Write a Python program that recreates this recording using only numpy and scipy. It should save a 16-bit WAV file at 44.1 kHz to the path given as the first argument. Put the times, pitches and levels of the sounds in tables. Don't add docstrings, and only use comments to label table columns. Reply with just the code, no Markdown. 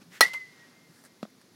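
import sys
import numpy as np
from scipy import signal
from scipy.fft import rfft, irfft
from scipy.io import wavfile

SR = 44100
rng = np.random.default_rng(int(sys.argv[2]) if len(sys.argv) > 2 else 0)


def unload_wav(signal):
    wavfile.write(
        sys.argv[1],
        SR,
        np.round(np.clip(np.atleast_2d(signal).T, -1, 1) * 32767).astype(np.int16),
    )


N = 68355
T = np.arange(N) / SR
HIT_S = 0.208
BAT_RISE_S = 0.0036

# f/Hz, relative level/dB
SCUFF_COLOUR = [(100, -31), (280, -4), (700, -0.5), (1500, 1.5), (3000, -5), (6000, -7.5), (16000, -32)]


def amp(db):
    return 10 ** (np.asarray(db) / 20)


def unit(x):
    return x / np.sqrt(np.mean(x ** 2) + 1e-20)


def colour_db(colour, f):
    hz, db = np.transpose(colour)
    return np.interp(np.log(f + 1), np.log(hz + 1), db)


def noise(colour):
    f = np.fft.rfftfreq(N, 1 / SR)
    spectrum = rfft(rng.standard_normal(N))
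    return unit(irfft(spectrum * amp(colour_db(colour, f)), N))


def narrow(hz, width):
    f = np.fft.rfftfreq(N, 1 / SR)
    phase = 2 * np.pi * rng.random(len(f))
    return unit(irfft(np.exp(1j * phase - ((f - hz) / width) ** 2), N))


def click(colour):
    f = abs(np.fft.fftfreq(2048, 1 / SR))
    log_gain = np.log(amp(colour_db(colour, f)))
    return np.fft.ifft(np.exp(np.conj(signal.hilbert(log_gain)))).real


def decay(start, t60, rise=0.000073, hold=0):
    t = np.maximum(T - start, 0)
    return np.minimum(t / rise, 1) * amp(-60 * np.maximum(t - hold, 0) / t60)


def swell(peak, rise, fall):
    return np.exp(-((T - peak) / np.where(T < peak, rise, fall)) ** 2)


def ring(modes, start, rise, damping=1, upper_hold=0):
    total = np.zeros(N)
    for hz, db, t60 in modes:
        envelope = decay(start, t60 / damping, rise, upper_hold * (hz > 4000))
        total += amp(db) * envelope * np.sin(2 * np.pi * hz * (T - start))
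    return total


def tones(rows):
    total = np.zeros(N)
    for peak, hz, db, half in rows:
        total += np.sqrt(2) * amp(db) * swell(peak, half, half) * np.sin(2 * np.pi * hz * (T - peak))
    return total


def bursts(rows, colour):
    return noise(colour) * sum(amp(db) * decay(start, t60) for start, db, t60 in rows)


def rubs(rows, colour):
    return noise(colour) * sum(amp(db) * swell(peak, rise, fall) for peak, db, rise, fall in rows)


def air():
    # f/Hz, relative level/dB
    air_colour = [(25, -42.5), (60, -26.5), (87, -19), (115, -7), (170, -4.5), (250, -2), (335, -6.5),
                  (450, -10), (700, -16.5), (1200, -18.5), (1900, -19.5), (2900, -23.5), (4400, -19),
                  (6300, -22), (8200, -29.5), (10500, -25.5), (13000, -31.5), (16000, -33.5)]
    level_db, waver_db, waver_hz = -60, 0.41, 9
    return amp(level_db + waver_db * narrow(0, waver_hz)) * noise(air_colour)


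def footsteps():
    # peak t/s, f/Hz, level/dB, half length/s
    steps = [(.018, 232, -45.5, 0.004), (.08, 170, -50.5, 0.022), (.125, 161, -53.5, 0.0083),
             (.269, 172, -48, .009), (.905, 163.5, -54, 0.025)]
    # peak t/s, level/dB, rise/s, fall/s
    scuffs = [(.019, -57, 0.01, 0.014), (.6, -62, 0.086, 0.22)]
    return tones(steps) + rubs(scuffs, SCUFF_COLOUR)


def swish():
    # peak t/s, level/dB, rise/s, fall/s
    swishes = [(.135, -56.5, 0.023, .02), (.166, -50.5, 0.032, 0.029)]
    # f/Hz, relative level/dB
    swish_colour = [(200, -11.5), (1000, -8.5), (1800, 6), (2600, -0.5), (4500, -7.5), (6500, -8.5),
                    (10000, -14), (16000, -19)]
    return rubs(swishes, swish_colour)


def crack():
    # f/Hz, relative level/dB
    click_colour = [(200, -16), (1000, -9), (2500, -9), (4300, 1), (5800, -0.5), (8000, -11), (11000, -7),
                    (13500, -7), (16000, -9)]
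    # f/Hz, relative level/dB
    burst_colour = [(60, -36), (180, -26), (330, -14.5), (600, -11), (1020, -11.5), (1300, 4.5), (1500, -5),
                    (1780, -1.5), (2900, -13.5), (4300, -6.5), (5600, -10), (8000, -19), (10300, -11.5),
                    (13000, -18), (16000, -16)]
    # f/Hz, level/dB, t60/s
    bat_modes = [(682, -26, 0.037), (876.5, -20.5, 0.06), (1308, -10, .042), (1646, -13.5, 0.035),
                 (2230, -25, 0.084), (2500, -25.5, 0.072), (4180, -13, .036), (5260, -22.5, 0.016),
                 (5360, -21.5, .035), (5655, -21.5, .04), (9646, -21.5, .04)]
    click_db, burst_db = 9, -10.5
    impulse = 1. * (np.arange(N) == round(HIT_S * SR))
    snap = amp(click_db) * signal.oaconvolve(impulse, click(click_colour))[:N]
    knock = tones([(HIT_S + 0.0018, 605, -12.5, 0.0014)])
    burst = amp(burst_db) * noise(burst_colour) * decay(HIT_S, 0.034, hold=0.0035)
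    return snap + knock + burst + ring(bat_modes, HIT_S, BAT_RISE_S, upper_hold=0.008)


def ping():
    # t/s, f/Hz
    ping_pitch = [(.208, 1962), (.24, 1940), (.262, 1971), (.295, 2049), (.33, 2061.5), (.362, 2078.5),
                  (.4, 2041.5), (.46, 2009.5), (.54, 1963.5)]
    # t/s, rms level/dB
    ping_level = [(.208, -25), (.215, -16), (.224, -21), (.232, -11.5), (.247, -32.5), (.256, -21.5),
                  (.273, -46), (.298, -42.5), (.316, -38), (.335, -43.5), (.349, -32), (.381, -36),
                  (.39, -50), (.415, -40), (.46, -52.5), (.55, -71)]
    hz = np.interp(T, *np.transpose(ping_pitch))
    db = np.interp(T, *np.transpose(ping_level), right=-120)
    phase = 2 * np.pi * np.cumsum(hz * (T > HIT_S)) / SR
    onset = np.clip((T - HIT_S) / BAT_RISE_S, 0, 1)
    return np.sqrt(2) * amp(db) * onset * np.sin(phase)


def surroundings():
    # f/Hz, relative level/dB
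    scatter_colour = [(100, -13), (450, -0.5), (1000, 0), (2200, 0), (3000, -3), (4600, 0.5), (7500, -11),
                      (11000, -11), (16000, -22)]
    # f/Hz, relative level/dB
    far_colour = [(100, -15), (600, -9), (1400, 0.5), (3000, 1), (4800, 3.5), (8000, -8.5), (16000, -20)]
    # t/s, level/dB, t60/s
    reflections = [(.2345, -26, .03), (.2675, -45.5, .02)]
    # peak t/s, f/Hz, level/dB, half length/s
    echoes = [(0.259, 2098, -33.5, .022), (0.283, 1915, -50.5, 0.025), (0.381, 1877, -58.5, 0.022),
              (.622, 1900, -57, 0.036)]
    # f/Hz, width/Hz, level/dB, t60/s
    linger_bands = [(2097, 24, -59, 3.3), (1900, 26, -63, 3.4)]
    scatter_db, scatter_t60, far_db, far_t60 = -22.5, 0.19, -50, 1.3
    grain_db, grain_hz = 2.5, 220
    scatter = amp(scatter_db) * noise(scatter_colour) * decay(HIT_S, scatter_t60, rise=0.018)
    scatter *= amp(grain_db * narrow(0, grain_hz))
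    far = amp(far_db) * noise(far_colour) * decay(HIT_S, far_t60, rise=0.03)
    linger = np.zeros(N)
    for hz, width, db, t60 in linger_bands:
        linger += amp(db) * narrow(hz, width) * decay(HIT_S, t60, rise=0.044)
    return scatter + far + bursts(reflections, scatter_colour) + tones(echoes) + linger


def net_slap():
    # t/s, level/dB, t60/s
    slaps = [(.3343, -33.5, 0.018), (.338, -35, 0.027), (.345, -45.5, 0.16)]
    # f/Hz, relative level/dB
    slap_colour = [(100, -28), (300, -29), (560, 1), (780, -1), (1050, 8), (1500, 1.5), (2500, 1),
                   (4500, -4), (8000, -9), (13000, -12.5), (16000, -22)]
    return bursts(slaps, slap_colour)


def clothes():
    # peak t/s, level/dB, rise/s, fall/s
    rustles = [(.99, -62.5, 0.089, 0.057), (1.056, -56.5, .014, 0.017)]
    # t/s, level/dB, t60/s
    snaps = [(1.0388, -48, 0.016), (1.0503, -46, .008), (1.064, -51, .006), (1.3025, -54, .007),
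             (1.414, -56, .03)]
    # f/Hz, relative level/dB
    cloth_colour = [(200, -2), (1000, 1), (1750, 9), (2800, -15.5), (4600, 0), (6500, -4), (9000, 0),
                    (12500, -7.5), (16000, -13)]
    return rubs(rustles, cloth_colour) + bursts(snaps, cloth_colour)


def thud():
    # t/s, body level/dB, tick level/dB, damping factor of the deep ring
    landings = [(1.2289, -23.5, -35, 0.97), (1.252, -34, -56, 2.1)]
    # f/Hz, level relative to the body/dB, t60/s
    knock_modes = [(502, -14, 0.012), (622, 0.5, 0.014), (1227, -2, 0.01)]
    # f/Hz, level relative to the body/dB, t60/s
    deep_modes = [(210, -0.5, 0.044)]
    # f/Hz, relative level/dB
    tick_colour = [(100, -20), (1000, -2), (2100, -20), (2650, -1), (2950, -11.5), (3400, 9.5),
                   (4100, -7.5), (5300, -12.5), (7000, -20), (16000, -27)]
    rise_s, tick_t60 = 0.00072, 0.016
    total = bursts([(landings[0][0], -48.5, 0.09)], SCUFF_COLOUR)
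    tick = noise(tick_colour)
    for start, db, tick_db, damping in landings:
        deep = ring(deep_modes, start, rise_s, damping) / damping
        body = ring(knock_modes, start, rise_s) - deep
        total = total + amp(db) * body + amp(tick_db) * tick * decay(start, tick_t60)
    return total


def scene():
    background = air()
    sources = footsteps() + swish() + crack() + ping() + surroundings()
    sources = sources + net_slap() + clothes() + thud()
    bass_cut = signal.butter(3, 180, "high", fs=SR, output="sos")
    return (signal.sosfilt(bass_cut, sources) + background)[None]


def record(dry):
    clip_level, edge_hz = 0.68, 16000
    clipped = dry / (1 + (dry / clip_level) ** 6) ** (1 / 6)
    low_pass = signal.firwin(255, edge_hz, window=("kaiser", 9), fs=SR)
    return signal.oaconvolve(clipped, low_pass[None], "same")


dry = scene()
out = record(dry)
unload_wav(out)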